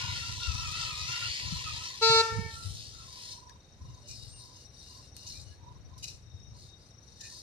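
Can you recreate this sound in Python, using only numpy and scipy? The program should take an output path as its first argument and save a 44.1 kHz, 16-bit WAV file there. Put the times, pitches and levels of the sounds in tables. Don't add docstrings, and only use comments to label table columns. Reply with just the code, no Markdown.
import sys
import numpy as np
from scipy import signal
from scipy.fft import rfft, irfft, next_fast_len
from scipy.io import wavfile
from scipy.ndimage import map_coordinates

SR = 44100
rng = np.random.default_rng(int(sys.argv[2]) if len(sys.argv) > 2 else 0)


def output_pcm(signal):
    pcm = np.clip(np.atleast_2d(signal).T, -1, 1) * 32767
    wavfile.write(sys.argv[1], SR, np.round(pcm).astype(np.int16))


N = 327211
T = np.arange(N) / SR

# (frequency [Hz], level [dB])
TOWN_COLOUR = [(25, -18), (42, 5), (60, 4), (120, 2), (200, -2), (300, -5.5), (500, -8), (800, -13),
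               (1300, -18.3), (2200, -21), (4000, -27), (7000, -34), (10000, -39), (14000, -44)]
# (frequency [Hz], level [dB])
RUMBLE_COLOUR = [(22, -62), (36, -28), (50, -7), (70, 0), (95, 0), (120, -.5), (160, -13), (240, -26),
                 (400, -45), (2000, -85)]
# (frequency [Hz], first-stage width [Hz], level [dB])
TICK_MODES = [(3740, 50, -2), (3900, 50, -11), (4380, 90, -18), (5165, 25, -14), (5450, 70, -8),
              (6380, 110, -8)]
# (time [s], level [dB])
CHIRP_LEVEL = [(3.3, -67), (3.48, -63), (3.6, -70), (3.8, -66), (4.2, -67), (4.65, -62), (5.05, -61.5),
               (5.55, -64), (5.7, -72), (5.9, -68), (6.15, -72), (6.28, -63), (6.42, -67), (6.8, -66.5),
               (7.1, -64), (7.4, -62)]
# (time [s], length [s], level [dB], pan [dB])
BUFFETS = [(-.06, .33, -41, 6), (.22, .26, -43, -5), (.46, .11, -36, 18), (.53, .2, -40, 2),
           (.68, .28, -44, 8), (.92, .26, -46, -4), (1.19, .16, -45, 17), (1.4, .2, -39, 14),
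           (1.53, .3, -44, 2), (2.06, .28, -43, -18), (2.3, .19, -36, -20), (2.44, .17, -48, -2),
           (2.58, .24, -43, 11), (2.77, .4, -53, 11), (3.78, .19, -44.5, 5), (3.92, .55, -52, 8),
           (5.22, .34, -49, 10), (5.52, .78, -49.5, 7), (6.24, .44, -49.5, 8)]
# (time [s], relative level [dB], pitch [Hz], pan [dB])
BUMPS = [(.08, -31, 94, 5), (.475, -22, 74, 12), (1.005, -35, 81, 4), (1.255, -38, 86, 4),
         (1.445, -33, 80, 4), (1.522, -25, 155, 7), (1.55, -31, 72, 4), (2.095, -27, 135, -12),
         (2.33, -29, 100, -9), (2.375, -24, 95, -8), (2.385, -26, 180, -12), (2.645, -32, 94, 5),
         (2.685, -34, 94, 5), (3.812, -38, 91, 6), (6.335, -35, 91, 10)]
# (time [s], relative level [dB], rise [s], decay [s], hollow ring against the scrape [dB])
SWISHES = [(4.068, -43.5, .026, .018, -15), (4.1, -51, .012, .04, -14), (5.165, -50, .003, .02, -10),
           (5.26, -41.5, .014, .028, -16), (5.978, -53, .003, .05, -16), (6.022, -37.3, .02, .016, -4),
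           (6.07, -44.5, .012, .03, -3), (7.204, -42, .008, .012, -12), (7.232, -47, .012, .03, -9),
           (7.318, -50, .005, .02, -14)]
# (frequency [Hz], first-stage width [Hz], level [dB])
SWISH_MODES = [(2510, 70, -3), (2860, 60, 0), (4060, 110, -2), (4740, 90, -2), (5900, 90, -6)]
# (time [s], level [dB], decay [s], pan [dB], bright snap against the body [dB])
CLICKS = [(1.128, -44, .002, 0, -3), (3.495, -46, .003, 10, -12), (5.166, -39, .0012, 2, 1),
          (5.179, -51, .002, 2, -3), (5.724, -60, .003, 7, -22), (5.979, -55, .009, 1, 1),
          (6.041, -37, .0012, 4, -10), (7.211, -47, .003, 11, -20), (7.301, -46, .003, 7, -18)]
# (time [s], length [s], start [Hz], end [Hz], level [dB], pitch flutter [Hz], pan [dB])
SQUEAKS = [(1.28, .12, 3300, 5200, -43, 220, 5), (3.487, .03, 1740, 1740, -61, 90, 12),
           (4.03, .05, 590, 590, -63, 20, 2), (4.09, .07, 2430, 2460, -62, 40, -8),
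           (4.27, .17, 8400, 8800, -55, 50, 2), (5.325, .085, 2280, 2480, -63, 45, -10),
           (5.5, .06, 1690, 1690, -67, 30, -8), (7.19, .12, 1760, 1790, -58, 60, -7),
           (7.305, .04, 1800, 1800, -65, 60, -7), (7.23, .06, 2400, 2550, -58, 80, -6)]
# (frequency [Hz], level [dB])
SCRAPE_COLOUR = [(1900, -30), (2600, -19), (3300, -19), (3900, -1), (6300, 1), (8000, -10), (13500, -24)]
CLICK_COLOUR = [(1200, -20), (3500, -8), (4800, 0), (6200, 0), (8000, -15), (14000, -32)]
SNAP_COLOUR = [(4500, -20), (7000, -2), (9500, 0), (14000, -6)]
# (time [s], length [s], start [Hz], end [Hz], level [dB], pan [dB])
WHISTLE = [(-.04, .22, 1440, 1430, -48, 3), (.15, .22, 1390, 1370, -49, 3),
           (.39, .19, 1390, 1280, -45.5, 0), (.555, .18, 1340, 1240, -45, 0),
           (.71, .14, 1290, 1340, -43, 0), (.82, .15, 1320, 1240, -46, 2), (.94, .15, 1230, 1290, -50, 2),
           (1.07, .13, 1340, 1410, -42.5, 0), (1.2, .09, 1380, 1410, -44, 0),
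           (1.44, .18, 1360, 1320, -57, -12), (1.64, .09, 1320, 1220, -46, -7),
           (1.72, .18, 1260, 1340, -54, -5), (2.9, .2, 1340, 1330, -61, -15)]
# (time [s], length [s], level [dB], pan [dB])
LOW_WHISTLE = [(-.08, .24, -44.5, 1), (.12, .72, -56, -20), (.78, .26, -53, -9), (1, .29, -56, -20),
               (1.37, .17, -55, -20), (1.53, .12, -52, -10), (1.62, .42, -56, -20), (2.98, .32, -63, -15),
               (3.27, .34, -60, -18), (3.78, .26, -64, -15), (4.38, .21, -63, -15), (4.88, .16, -64, -15),
               (5.21, .09, -65, -15), (5.58, .21, -61, -18), (5.88, .12, -65, -15), (6.52, .08, -67, -15),
               (7.31, .09, -68, -15)]
# (time [s], length [s], level [dB])
HOLLOW_PUFFS = [(3.87, .08, -71), (4.03, .13, -67), (4.19, .11, -66), (4.32, .1, -66), (4.54, .12, -69),
                (4.82, .15, -68), (5.02, .05, -72), (5.18, .17, -63), (5.44, .11, -68)]
# (time [s], relative level [dB])
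HISS_LEVEL = [(0, -41), (.2, -42.5), (1.33, -40), (1.45, -42), (1.82, -43), (2, -47), (2.3, -48),
              (2.5, -52), (2.77, -49), (2.97, -55), (3.22, -49), (3.33, -47.5), (3.45, -72), (3.7, -95)]
# (time [s], relative level [dB])
RUSH_LEVEL = [(0, -44), (.42, -54), (.85, -49), (1.03, -51), (1.22, -44.5), (1.5, -52), (1.85, -52),
              (2.05, -59), (2.7, -76), (3.3, -64), (3.5, -95)]
# (time [s], length [s], relative level [dB])
SWELLS = [(3.72, .45, -70), (4.04, .34, -55), (4.35, .17, -56), (4.48, .22, -59), (4.68, .46, -57),
          (5.13, .14, -57), (5.21, .25, -51), (5.38, .22, -65), (6.02, .17, -59), (6.53, .2, -60.5),
          (6.74, .2, -68), (7, .22, -69), (7.15, .36, -52)]
# (time [s], length [s], level [dB])
FIZZ = (2.47, .36, -60)
# (frequency [Hz], level [dB])
HISS_COLOUR = [(1950, -30), (2650, -7), (3200, -4.5), (3800, -.5), (4500, 0), (5500, -2), (6600, -7),
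               (8000, -18), (10000, -32)]
THIN_COLOUR = [(2300, -36), (3300, -20), (3750, -2), (4400, 0), (5500, -1.5), (6400, -5), (7300, -19),
               (9000, -42)]
TOP_COLOUR = [(5000, -14), (7400, 0), (9000, 0), (11000, -7), (14000, -18)]
RUSH_COLOUR = [(350,-20),(480,-13),(650,-20),(850,-12),(1150,-15),(1620,-13),(1850,1.5),(2200,-2),(2700,1),(3200,-3),(4000,-14),(6000,-35)]
# (start [s], release [s], pitch [Hz], level [dB])
HORN = (2.011, 2.212, 450.1, -25)
# (multiple of the pitch, left [dB], right [dB], echo in the street [dB], echo pan [dB])
HORN_PARTIALS = [(1,-2.3,-3.2,-13,2),(2,-6,-6.3,-15,0),(3,-7,-1.5,-12,-3),(4,-36,-15,-18,-10),(5,-18,-13,-21,-3),(6,-24,-16,-22,-2),(7,-36,-34,-40,-2),(8,-12,-14,-20,3),(9,1.2,-7.3,-23,6),(10,0,-10,-24,6),(11,-12,-18,-27,5),(12,-11,-16,-31,5),(13,-26,-30,-39,4),(14,-23,-28,-37,4),(16,-13,-20,-39,2),(18,-20,-22,-45,-3)]
# (multiple, delay [s], level [dB], pan [dB], t60 [s])
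HORN_ECHOES = [(1,.13,-18,8,.15),(1,.25,-23.5,-7,.13),(2,.16,-21,8,.28),(2,.27,-28,-8,.36),(3,.09,-13,6,.36),(3,.41,-28,-25,.3),(4,.1,-19,20,.3),(4,.26,-22.5,22,.33),(5,.23,-26,-2,.36),(6,.25,-38,15,.35)]
# (frequency [Hz], level [dB])
RASP_COLOUR = [(700, -36), (1150, -17), (1600, -28), (1950, -25), (2350, -2), (2800, 1), (3080, -17),
               (3330, -19), (3650, 0), (5000, -1), (6500, -4), (7400, -10), (8500, -19), (14000, -29)]
# (frequency [Hz], t60 [s])
STREET = [(450, .3), (900, .42), (1350, .5), (1800, .38), (2300, .4), (2800, .32), (8000, .38)]

IDLE_HZ = 23.6
TICK_DB = -65
CHIRP_HZ, CHIRP_SCATTER_DB = 5780, 3.3
RUMBLE_DB, RUMBLE_PAN_DB = -58.5, 1.5
LOW_WHISTLE_HZ, HOLLOW_HZ = 990, 2850
HISS_REST_DB, HISS_PAN_DB = -77, 4.8
TOP_NEAR_DB, TOP_FAR_DB = -13.5, -7
PORT_LAG_S = .00025
TOP_HZ = 14100


def undb(db):
    return 10 ** (np.asarray(db) / 20)


def unit(x):
    return x / np.sqrt(np.mean(x ** 2))


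def curves(table):
    s, *columns = np.transpose(table)
    return [np.interp(T, s, column) for column in columns]


def pan(db):
    gains = undb(np.array([[.5], [-.5]]) * db)
    return gains / np.sqrt(np.mean(gains ** 2, axis=0))


def along(points, hz):
    f, value = np.transpose(points)
    return np.interp(np.log(hz + 1), np.log(f), value)


def noise(colour, channels=2):
    size = next_fast_len(N, True)
    gain = undb(along(colour, np.fft.rfftfreq(size, 1 / SR)))
    spectrum = rfft(rng.standard_normal((channels, size)))
    return unit(irfft(spectrum * gain, size)[:, :N])


def walk(rate):
    points = rng.standard_normal(int(N / SR * rate) + 4)
    fine = signal.resample(points, 4 * len(points))
    return np.interp(T * rate, np.arange(len(fine)) / 4, fine)


def ring(x, hz, width_hz):
    return signal.lfilter(*signal.iirpeak(hz, hz / width_hz, SR), x)


def resonances(x, modes):
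    return [ring(ring(x, hz, width), hz, 2 * width) for hz, width, _ in modes]


def high_pass(x, order, hz):
    return signal.sosfilt(signal.butter(order, hz, "high", fs=SR, output="sos"), x)


def tone(hz):
    return np.sqrt(2) * np.sin(2 * np.pi * np.cumsum(hz) / SR)


def narrow(hz, width_hz):
    phase = 2 * np.pi * np.cumsum(hz + 0 * T) / SR
    low_pass = signal.butter(2, width_hz / 2, fs=SR, output="sos")
    slow = signal.sosfilt(low_pass, rng.standard_normal((2, 2, N)))
    return unit(slow[0] * np.cos(phase) + slow[1] * np.sin(phase))


def burst(rise, decay):
    t = T[:SR // 3]
    return np.minimum(t / rise, 1) * np.exp(-np.maximum(t - rise, 0) / decay)


def arch(s, length, round_off):
    out = np.zeros(N)
    inside = slice(max(int(s * SR), 0), int((s + length) * SR))
    out[inside] = np.abs(np.sin(np.pi * (T[inside] - s) / length)) ** round_off
    return out


def add(out, s, sound):
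    start = int(s * SR)
    out[:, start:start + sound.shape[-1]] += sound[..., :N - start]


def mottle(x, depth_db, width_hz, hold_s):
    f, t, cells = signal.stft(x, SR, nperseg=512)
    field = rng.standard_normal((int(f[-1] / width_hz) + 2, int(t[-1] / hold_s) + 2))
    places = np.meshgrid(f / width_hz, t / hold_s, indexing="ij")
    swell = map_coordinates(field, places, order=1)
    return signal.istft(cells * unit(undb(depth_db * swell)), SR)[1][:, :N]


def ports(x, share):
    share = np.clip(share, 0, 1)
    late = np.interp(T - PORT_LAG_S, T, x[1])
    return np.array([np.sqrt(1 - share) * x[0] + np.sqrt(share) * late, x[1]])


def panels(x, share, spread_s, count=5):
    out = x.copy()
    for side in range(2):
        for lag in rng.uniform(.3, 1, count):
            out[side] += share * np.roll(x[side], int(lag * spread_s * SR))
    return out / np.sqrt(1 + count * share ** 2)


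def street(x, build_s):
    f, t, cells = signal.stft(rng.standard_normal((2, SR)), SR, nperseg=256)
    fade = undb(-60 * t / along(STREET, f)[:, None])
    tail = signal.istft(cells * fade * (1 - np.exp(-t / build_s)), SR)[1]
    return signal.fftconvolve(x, unit(tail) / np.sqrt(tail.shape[1]), axes=1)[:, :N]


def lingering(gate, t60, build_s):
    t = T[:SR]
    power = undb(-120 * t / t60) * (1 - np.exp(-t / build_s)) ** 2
    total = signal.fftconvolve(gate ** 2, power / power.sum())[:len(gate)]
    return np.sqrt(np.maximum(total, 0))


def town():
    common = noise(TOWN_COLOUR, channels=1)
    apart = high_pass(noise(TOWN_COLOUR, channels=1), 1, 1100)
    return (common + apart * np.array([[1], [-1]])) * undb(-60.5 + .7 * walk(2))


def engine():
    turns = np.cumsum(IDLE_HZ * (1 + .008 * walk(3))) / SR
    throb = 1 + .4 * np.cos(2 * np.pi * turns)
    rumble = unit(throb * (noise(RUMBLE_COLOUR, channels=1) + .6 * noise(RUMBLE_COLOUR)))
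    hum = .3 * np.sin(2 * np.pi * 3 * turns) + .25 * np.sin(2 * np.pi * 5 * turns)
    low = (rumble + hum) * undb(RUMBLE_DB + 1.2 * walk(4)) * pan(RUMBLE_PAN_DB)

    taps = (.35 + np.exp(-(turns % 1) / .26)) * undb(2.3 * walk(14)) * rng.standard_normal((2, N))
    rung = zip(resonances(taps, TICK_MODES), TICK_MODES)
    ticks = unit(sum(undb(db + 3.2 * walk(6)) * x for x, (_, _, db) in rung))
    ticks = signal.sosfilt(signal.butter(4, 7200, fs=SR, output="sos"), ticks)

    chirp_db, = curves(CHIRP_LEVEL)
    chirp_hz = CHIRP_HZ * (1 + .004 * walk(20))
    squeal = tone(chirp_hz * (1 + .004 * walk(160))) + .45 * narrow(chirp_hz, width_hz=150)
    pulse = 1 + .75 * np.cos(2 * np.pi * turns + .7 * walk(12))
    chirp = unit(squeal * pulse * undb(CHIRP_SCATTER_DB * walk(22)))
    return low + (ticks * undb(TICK_DB) + chirp * undb(chirp_db)) * pan(17)


def buffets():
    push = sum(undb(db) * pan(pan_db) * arch(s, length, round_off=.6) for s, length, db, pan_db in BUFFETS)
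    throb = 1 + .45 * np.cos(2 * np.pi * IDLE_HZ * T)
    return push * unit(throb * (noise(RUMBLE_COLOUR, channels=1) + 1.4 * noise(RUMBLE_COLOUR)))


def bumps():
    out = np.zeros((2, N))
    for s, db, hz, pan_db in BUMPS:
        cycles = T[:SR // 4] * hz
        shape = (1 - np.exp(-cycles / .8)) ** 2 * np.exp(-cycles / 1.1)
        lead = np.array([[1.1], [0]])
        knock = shape / shape.max() * np.sin(2 * np.pi * cycles + lead)
        add(out, s, undb(db - 1.5) * pan(pan_db) * knock)
    return out


def swishes():
    swish, ringing = np.zeros((2, 2, N))
    for s, db, rise, decay, hollow_db in SWISHES:
        add(ringing, s, undb(db + hollow_db) * burst(rise, decay))
        add(swish, s, undb(db) * burst(rise, decay))
    brush = mottle(ports(noise(SCRAPE_COLOUR), share=.4), depth_db=5.5, width_hz=200, hold_s=.07)
    rung = zip(resonances(rng.standard_normal((2, N)), SWISH_MODES), SWISH_MODES)
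    hollow = unit(sum(undb(db) * x for x, (_, _, db) in rung))
    scrape = swish * panels(brush, share=.45, spread_s=.0035) + ringing * hollow
    return scrape * undb(2.2 * walk(1100) - .9) * pan(4.5)


def clicks():
    click, snap = np.zeros((2, 2, N))
    for s, db, decay, pan_db, snap_db in CLICKS:
        hit = undb(db) * pan(pan_db) * burst(.0003, decay)
        add(click, s, hit)
        add(snap, s, hit * undb(snap_db))
    return click * noise(CLICK_COLOUR) + snap * noise(SNAP_COLOUR)


def squeaks():
    out = np.zeros((2, N))
    for s, length, start_hz, end_hz, db, flutter_hz, pan_db in SQUEAKS:
        u = np.linspace(0, 1, int(length * SR))
        glide = start_hz + (end_hz - start_hz) * u * (2 - u)
        hz = glide + flutter_hz * walk(400)[:len(u)]
        squeak = np.sin(np.pi * u) * tone(hz)
        add(out, s, undb(db + 3) / np.sqrt(2) * pan(pan_db) * squeak)
    return out


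def small_sounds():
    out = swishes() + squeaks() + clicks()
    return out + undb(-13) * street(out, build_s=.02)


def upper_whistle():
    glides = []
    for s, length, start_hz, end_hz, _, _ in WHISTLE:
        glides += [(s + length / 6, start_hz), (s + length * 5 / 6, end_hz)]
    hz = curves(sorted(glides))[0] * (1 + .01 * walk(25))
    puffs = sum(undb(db) * pan(pan_db) * arch(s, length, round_off=.7)
                for s, length, _, _, db, pan_db in WHISTLE)
    clean = tone(hz * (1 + .012 * walk(110))) * undb(-5.8 + 4 * walk(45))
    breath = undb(-2.5) * narrow(hz, width_hz=110)
    octave = narrow(2 * hz, width_hz=85) * np.clip((2.4 - T) / .6, 0, 1)
    return (clean + breath + octave) * puffs * undb(.8)


def lower_whistle():
    puffs = sum(undb(db) * pan(pan_db) * arch(s, length, round_off=.7)
                for s, length, db, pan_db in LOW_WHISTLE)
    flutter = 1 + .4 * np.cos(2 * np.pi * IDLE_HZ * T)
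    breath = narrow(LOW_WHISTLE_HZ * (1 + .022 * walk(9)), width_hz=75)
    return breath * puffs * flutter * undb(2)


def hollow_tone():
    fits = sum(undb(db) * arch(s, length, round_off=.6) for s, length, db in HOLLOW_PUFFS)
    return narrow(HOLLOW_HZ * (1 + .012 * walk(14)), width_hz=100) * fits * pan(15)


def hiss():
    db, = curves(HISS_LEVEL)
    rush_db, = curves(RUSH_LEVEL)
    swells = sum(undb(d) * arch(s, length, round_off=1.3) for s, length, d in SWELLS)
    flow = undb(db) + undb(HISS_REST_DB) + swells
    grit = undb(1.1 * walk(260) + .7 * walk(18) + .8 * walk(900))
    far = np.clip((T - 1.9) / 2, 0, 1)

    hollow = undb(-27 + 4 * walk(9)) * narrow(2860, width_hz=120) * pan(8)
    thin = ports(noise(THIN_COLOUR), share=.55) + hollow
    full = ports(noise(HISS_COLOUR), share=.35)
    body = (np.sqrt(1 - far) * full + np.sqrt(far) * thin) * flow * undb(2.6) * pan(HISS_PAN_DB)

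    fizz_s, fizz_length, fizz_db = FIZZ
    fizz = undb(fizz_db) * arch(fizz_s, fizz_length, round_off=1.5)
    top_level = fizz + flow * undb(TOP_NEAR_DB * (1 - far) + TOP_FAR_DB * far)
    top = noise(TOP_COLOUR) * top_level * pan(-7 - 9 * far)
    rush = ports(noise(RUSH_COLOUR), share=.35) * undb(rush_db + 3.3) * pan(-1)
    swirl = mottle(body + top + rush, depth_db=4.3, width_hz=130, hold_s=.055)
    return panels(grit * swirl, share=.11 + .13 * far, spread_s=.004)


def horn():
    on, off, hz, db = HORN
    live = (T > on) & (T < off + 1)
    t = T[live]

    def held(delay):
        return np.clip((t - delay - on) / .018, 0, 1) * np.clip(1 - (t - delay - off) / .013, 0, 1)

    gate = held(0)
    phase = 2 * np.pi * np.cumsum(hz * (1 + .001 * walk(120))[live]) / SR
    out, rasp = np.zeros((2, 2, N))
    for k, left_db, right_db, street_db, street_pan_db in HORN_PARTIALS:
        lead = min(.28 * k, 2.4)
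        rattle = undb(min(.35 + .06 * k, .9) * walk(110)[live])
        partial = np.sin(k * phase + np.array([[lead], [0]])) * gate ** (1 + .1 * k)
        out[:, live] += undb([[left_db], [right_db]]) * rattle * partial

        near = lingering(gate, along(STREET, k * hz), build_s=.05)
        power = (undb(street_db) * pan(street_pan_db) * near) ** 2
        for multiple, delay, echo_db, pan_db, t60 in HORN_ECHOES:
            if round(multiple) == k:
                late = lingering(held(delay), t60, build_s=.01)
                power += (undb(echo_db) * pan(pan_db) * late) ** 2
        drift = np.array([walk(26)[live] + .3 * walk(130)[live] for _ in range(2)]) * (.55 + .1 * k)
        ruffle = np.array([walk(80)[live] + .6 * walk(14)[live] for _ in range(2)])
        out[:, live] += np.sqrt(power) * undb(2.5 * ruffle - 1.3) * np.cos(k * phase + drift)

    rough = mottle(noise(RASP_COLOUR), depth_db=4.5, width_hz=170, hold_s=.09)[:, live]
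    rasp[:, live] = rough * gate * (1 + .6 * np.cos(phase)) * pan(3)
    return undb(db) * (np.sqrt(2) * out + undb(-10) * rasp + undb(-13) * street(rasp, build_s=.07))


def scene():
    background = town() + engine() + buffets() + bumps() + small_sounds()
    whistles = upper_whistle() + lower_whistle() + hollow_tone()
    return background + whistles + hiss() + horn()


def record(dry):
    thinned = high_pass(dry, 2, 32)
    return signal.sosfilt(signal.ellip(10, .2, 70, TOP_HZ, fs=SR, output="sos"), thinned)


dry = scene()
out = record(dry)
output_pcm(out)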